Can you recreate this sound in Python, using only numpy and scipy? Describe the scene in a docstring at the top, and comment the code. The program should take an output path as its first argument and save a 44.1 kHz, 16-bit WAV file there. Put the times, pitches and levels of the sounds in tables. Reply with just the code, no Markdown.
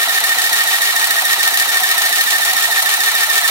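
"""Handheld sewing machine, close up

A small machine runs close to the microphones, about seven stitches a second through plastic sheet. Every turn
of the crank repeats one pattern: the needle arm clacks, the loose linkage chatters and the plastic gears
rattle, all noise bursts rung through the casing's resonances. Gear whine and a hum near 400 Hz are gliding
sines that swell and sag with the load. A short room tail and a faint low rumble lie underneath."""
import sys
import numpy as np
from scipy import signal
from scipy.fft import rfft, irfft
from scipy.io import wavfile
from scipy.ndimage import uniform_filter1d

SR = 44100
rng = np.random.default_rng(int(sys.argv[2]) if len(sys.argv) > 2 else 0)


def unload_wav(signal):
    """Save mono or channel-first audio to the path in sys.argv[1] as 16-bit WAV at rate SR, clipped to [-1, 1]."""
    wavfile.write(
        sys.argv[1],
        SR,
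        np.round(np.clip(np.atleast_2d(signal).T, -1, 1) * 32767).astype(np.int16),
    )


N = 154350
TIME, FREQ = np.arange(N) / SR, np.fft.rfftfreq(N, 1 / SR)

# stitches, each begun by the needle arm's clack: t/s, relative level/dB
STITCH_TABLE = [(-.049, 0), (.096, -2), (.241, 1), (.387, 1), (.531, 3), (.676, -1), (.82, 1), (.964, 1),
                (1.109, 2.5), (1.254, 1), (1.398, -11), (1.543, 0.5), (1.69, -6), (1.836, 0), (1.981, 1.5),
                (2.128, 1), (2.275, -3), (2.421, -2.5), (2.568, 0), (2.715, -6), (2.861, -1), (3.006, 0),
                (3.153, 0.5), (3.301, 0.5), (3.448, -10), (3.594, 0)]
# rattle through one stitch: share of turn, relative levels of bass/dB, low/dB, middle/dB, treble/dB
RATTLE_CYCLE = [(.02, 0, -.5, -1, -1), (.09, -2, -6, -1.5, -1), (.16, -2, -3, -2, -1), (.21, 0, 3, 2, 0),
                (.27, 1, .5, 2.5, -.5), (.33, -1, 0, 3.5, -1.5), (.42, -1, -2, 0, 0), (.5, 0, 3.5, 0, 0),
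                (.58, -2, -1.5, .5, 0), (.67, -4, -4.5, -1, -2), (.77, -4, 4, 1.5, 0), (.86, 2, 4, -2, -3),
                (.95, 5, -.5, -2, -2.5)]


def amp(db):
    """Decibels to gain."""
    return 10 ** (np.asarray(db) / 20)


def unit(x):
    """Scales to rms 1."""
    return x / np.sqrt(np.mean(x ** 2) + 1e-20)


def over_freq(table, column=1):
    """One column of a table, interpolated over log frequency."""
    table = np.array(table)
    return np.interp(np.log(FREQ + 1), np.log(table[:, 0]), table[:, column])


def high_pass(hz, order=4):
    """Butterworth high-pass gain over FREQ."""
    return 1 / np.sqrt(1 + (hz / (FREQ + 1)) ** (2 * order))


def waver(hz):
    """Slow random signal of rms 1, low-passed at the given rate."""
    low_pass = np.sqrt(1 - high_pass(hz) ** 2)
    return unit(irfft(rfft(rng.standard_normal(N)) * low_pass, N))


def noise_spectra(envelope):
    """Spectra of two unrelated noises under one envelope."""
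    return rfft(envelope * rng.standard_normal((2, N)))


def crank():
    """Turns of the crank over time, one per stitch."""
    return np.interp(TIME, [row[0] for row in STITCH_TABLE], np.arange(len(STITCH_TABLE)))


def each_turn(table):
    """Repeats the columns of a table on every turn of the crank."""
    share, *columns = np.transpose(table)
    turns = crank()
    return [np.interp(turns, share, column, period=1) for column in columns]


def background():
    """Faint low room rumble: shaped noise, partly shared by the two channels."""
    # f/Hz, relative level/dB
    rumble_spectrum = [(20, -16), (45, -11), (72, 4.5), (110, 2), (200, -16), (500, -35), (2000, -60)]
    level_db, width = -68, .35
    mid, side = irfft(noise_spectra(1) * amp(over_freq(rumble_spectrum)), N)
    return amp(level_db) * unit(np.array([mid + width * side, mid - width * side]))


def room(x):
    """Short, faint tail of scattered reflections: exponentially decaying noise, convolved."""
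    level_db, t60_s, gap_s = -10, 0.13, .004
    t = TIME[:SR // 2]
    tail = rng.standard_normal((2, len(t))) * amp(-60 * t / t60_s) * (t > gap_s)
    tail /= np.linalg.norm(tail, axis=1)[:, None]
    return amp(level_db) * signal.fftconvolve(x, tail, axes=1)[:, :N]


def casing(drive):
    """Rings noise spectra through the resonances of casing and arm, as each microphone hears them."""
    # broad colour: f/Hz, left level/dB, right level/dB
    slope = [(89.5, -87, -86.5), (197, -78, -77), (287, -70.5, -71.5), (354, -75.6, -72.5), (520, -68, -69),
             (1020, -64, -63), (1790, -62, -54), (3000, -58, -55.5), (6000, -59, -58), (7500, -61, -56),
             (10100, -66.5, -58.5), (12000, -57.5, -63), (15600, -61.5, -65.5)]
    # resonances and dips of casing and arm: f/Hz, width/Hz, left gain/dB, right gain/dB
    modes = [(679, 77, 13, 6.4), (753, 58, 2.5, 16.5), (902, 40, 4.5, 11.5), (1186, 202, 8, 6),
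             (1319, 58, 8.5, -0.5), (1408, 68, 10, -6.5), (1736, 67, 13.5, -1), (2283, 280, 9.5, -6),
             (2980, 43, 6.5, 6.5), (3680, 740, 5.5, 2.5), (4230, 144, 3.5, 6.5), (5250, 680, 6.5, 1),
             (5190, 170, -10.3, -5.5), (9370, 690, 7, 2), (11370, 400, -1, 6.5), (14519, 500, 6.5, 1.5)]
    # likeness of the two microphones: f/Hz, coherence
    coherence = [(100, .94), (700, .93), (1200, .85), (2000, .55), (4000, .45), (8000, .3), (15000, .2)]
    # phase by which right leads: f/Hz, lead/rad
    phase_lead = [(100, 0), (250, .1), (450, .7), (700, -.3), (900, .7), (1250, 1.1), (1600, 2.4),
                  (2600, 2.2), (4000, 4.2)]
    body_db, low_hz = 43, 55

    alike = over_freq(coherence)
    shared = alike * drive[0] * np.exp(1j * over_freq(phase_lead))
    pair = np.array([drive[0], shared + np.sqrt(1 - alike ** 2) * drive[1]])
    for k in range(2):
        db = over_freq(slope, k + 1)
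        for hz, width_hz, *peak_db in modes:
            db = db + peak_db[k] / (1 + (2 * (FREQ - hz) / width_hz) ** 2)
        pair[k] *= amp(db + body_db) * high_pass(low_hz, order=2)
    # minimum phase of the right-hand colour, applied to both sides
    log_gain = np.log(amp(db))
    lag = signal.hilbert(np.r_[log_gain, log_gain[-2:0:-1]]).imag[:len(FREQ)]
    return irfft(pair * np.exp(-1j * lag), N)


def tone(turns, gain, levels_db, lead_rad):
    """Gliding sine with (left, right) levels; right leads in phase."""
    phase = 2 * np.pi * turns + np.array([[0], [lead_rad]])
    return np.sqrt(2) * amp(levels_db)[:, None] * gain * np.sin(phase)


def gears():
    """One speed, racing when the needle is free and sagging under load, drives whine and overtones; a hum near
    404 Hz follows it only in part."""
    # one stitch: share of turn, nominal tooth rate f/Hz, relative levels of whine/dB, overtones/dB, hum/dB
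    mesh = [(.02, 1820, -.5, -1, -4), (.1, 1803, -.5, 0, -4), (.15, 1835, -4, -6, -6),
            (.21, 1925, -14, -4, -4), (.3, 1900, -13, -1, 0), (.34, 1875, -11, -3, 0),
            (.38, 1832, -2, -4, 0), (.45, 1824, -.8, -2, 0), (.52, 1840, -1.2, -5, 1),
            (.57, 1840, .6, -4, -2), (.62, 1822, .2, -2, -6), (.68, 1880, -18, -9, -13),
            (.74, 1970, -14, -8, -19), (.81, 2055, -20, -5, -13), (.87, 1985, -17, -2.5, -7),
            (.92, 1910, -10, 2, -4), (.96, 1875, -4.5, 2, -4)]
    # tooth overtones: multiple, left level/dB, right level/dB, right lead/rad
    overtones = [(2, -31.5, -25, 1.28), (3, -35, -32.5, 0.26), (5, -39, -28.5, 1.05), (6, -36.5, -32, .6),
                 (8, -29, -37, 1)]
    # higher orders of the motor shaft: multiple, left level/dB, right level/dB, right lead/rad
    shaft_orders = [(4, -38.5, -35, 1.5), (6, -45, -42, 0.53), (7, -42.5, -52.5, 1.9), (8, -36, -31, 2.36)]
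    pinion_teeth = 9
    speed_jitter, speed_flutter = .005, .007  # rms share of speed
    whine_levels_db, whine_lead_rad = (-16.7, -13), 1.85
    whine_waver_db, whine_rough, whine_smear_turns = .9, .13, .04
    # a faster machine runs above the resonance that carries the whine
    whine_loss_db_per_percent = 0.2
    # for each multiple above the second, as the gears race
    overtone_loss_db_per_percent = 0.7
    shaft_waver_db, shaft_smear_turns = 2, 0.18
    hum_levels_db, hum_hz, hum_follow, hum_smear_turns = (-42.5, -45.5), 404.3, 0.37, 0.086

    pace = uniform_filter1d(np.gradient(crank()), size=26000)
    pace = pace / pace.mean()
    tooth_hz, whine_db, overtone_db, hum_db = each_turn(mesh)
    tooth_hz = tooth_hz * (1 + .7 * (pace - 1))
    tooth_hz = tooth_hz * (1 + speed_jitter * waver(hz=50.3) + speed_flutter * waver(hz=380))
    teeth = np.cumsum(tooth_hz) / SR
    racing = tooth_hz / tooth_hz.mean() - 1

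    whine_db = whine_db - whine_loss_db_per_percent * 100 * (pace - 1) + whine_waver_db * waver(hz=25)
    turns = teeth + whine_smear_turns * waver(hz=58.6)
    gain = amp(whine_db) * (1 + whine_rough * waver(hz=287))
    out = tone(turns, gain, whine_levels_db, whine_lead_rad)

    for k, left_db, right_db, lead_rad in overtones:
        loss_db = overtone_loss_db_per_percent * 100 * np.maximum(racing, 0) * (k - 2)
        gain = amp(overtone_db - loss_db + 2.0 * waver(hz=90))
        out += tone(k * teeth, gain, (left_db, right_db), lead_rad)

    low_db = each_turn(RATTLE_CYCLE)[1]  # shaft orders swell with the low rattle
    for k, left_db, right_db, lead_rad in shaft_orders:
        turns = k * teeth / pinion_teeth + shaft_smear_turns * waver(hz=60)
        gain = amp(1.43 * low_db + shaft_waver_db * waver(hz=59))
        out += tone(turns, gain, (left_db, right_db), lead_rad)

    turns = np.cumsum(hum_hz * (1 + hum_follow * racing)) / SR + hum_smear_turns * waver(hz=17.5)
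    return out + tone(turns, amp(hum_db + 1.1 * waver(hz=30)), hum_levels_db, lead_rad=0.33)


def rattle():
    """Dense ticks of loose teeth and sliding parts: grainy noise, each register following the crank."""
    register_db = (-1.5, -0.5, -0.86, -2)  # bass, low, middle, treble
    split_hz = (590, 983, 3800)
    ticks_per_s, tick_scatter_db, tick_decay_s, tick_share = 900, 1, 0.00061, 0.3  # decay, share of power

    chance = rng.random(N)
    size = np.minimum(rng.exponential(1, N), 4)
    ticks = (chance < ticks_per_s / SR) * amp(tick_scatter_db * size) ** 2
    power = signal.lfilter([1], [1, -np.exp(-1 / (tick_decay_s * SR))], ticks)
    grain = np.sqrt(1 - tick_share + tick_share * power / power.mean())

    # adjacent high-passes differ by one register's power
    edges = [1] + [high_pass(hz) ** 2 for hz in split_hz] + [0]
    out = 0
    for k, db in enumerate(each_turn(RATTLE_CYCLE)):
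        envelope = grain * amp(db + register_db[k] + 0.91 * waver(hz=24.4))
        out = out + noise_spectra(envelope) * np.sqrt(abs(edges[k] - edges[k + 1]))
    return out


def impact(start_s, db, decay_s):
    """Envelope of one impact: quick linear rise under an exponential fall."""
    rise_s = 0.0013
    age_s = np.maximum(TIME - start_s, 0)
    return amp(db) * np.minimum(age_s / rise_s, 1) * np.exp(-np.minimum(age_s / decay_s, 20))


def linkage():
    """Noise bursts: one sharp clack a stitch, then a run of looser knocks, now and then a hard one."""
    # lesser knocks within a stitch: nominal share of turn, nominal level/dB, decay/s, lower edge f/Hz
    knocks = [(0.202, 2.5, 0.0086, 3000), (.255, -5, 0.012, 1500), (.365, 3.5, 0.0055, 1490),
              (0.449, -5.5, .004, 3000), (0.537, 6, 0.003, 2000), (.61, 1.5, 0.0028, 3000),
              (0.746, 6, 0.0048, 8000)]
    # the linkage catches and knocks harder: t/s, level/dB
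    catches = [(1.43, 2), (1.478, 8.5), (1.575, 10), (1.6, 9.5), (1.916, 9), (2.021, 9), (2.061, 7),
               (2.624, 6), (3.037, 5), (3.062, 5), (3.208, 5), (3.381, 7.5), (3.481, 8)]
    clack_db, clack_decay_s, clack_lead_s, clack_low_hz = 10.5, 0.0036, 0.002, 4500
    knock_scatter_s, knock_scatter_db = 0.00168, 4
    catch_decay_s, catch_lead_s, catch_low_hz = 0.0054, 0.00265, 2200

    clacks = sum(impact(s - clack_lead_s, clack_db + db, clack_decay_s) for s, db in STITCH_TABLE)
    out = noise_spectra(clacks) * high_pass(clack_low_hz, order=1)

    starts = np.array([row[0] for row in STITCH_TABLE])
    for share, db, decay_s, low_hz in knocks:
        times = starts[:-1] + share * np.diff(starts)
        envelope = 0
        for s, (late, hard) in zip(times, rng.standard_normal((len(times), 2))):
            level_db = db + knock_scatter_db * min(hard, 1)
            envelope = envelope + impact(s + knock_scatter_s * late, level_db, decay_s)
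        out += noise_spectra(envelope) * high_pass(low_hz, order=2)

    caught = sum(impact(s - catch_lead_s, db, catch_decay_s) for s, db in catches)
    return out + noise_spectra(caught) * high_pass(catch_low_hz, order=1)


def scene():
    """The machine and its room; the whine feeds the room less than the clatter does."""
    clatter = casing(rattle() + linkage())
    whine = gears()
    return clatter + whine + room(clatter + amp(-6.5) * whine) + background()


def record(dry):
    """The recorder's band limit: a linear-phase low-pass."""
    edge_hz = 15900
    low_pass = signal.firwin(511, edge_hz, window=("kaiser", 9), fs=SR)
    return signal.oaconvolve(dry, low_pass[None], "same")


dry = scene()
out = record(dry)
unload_wav(out)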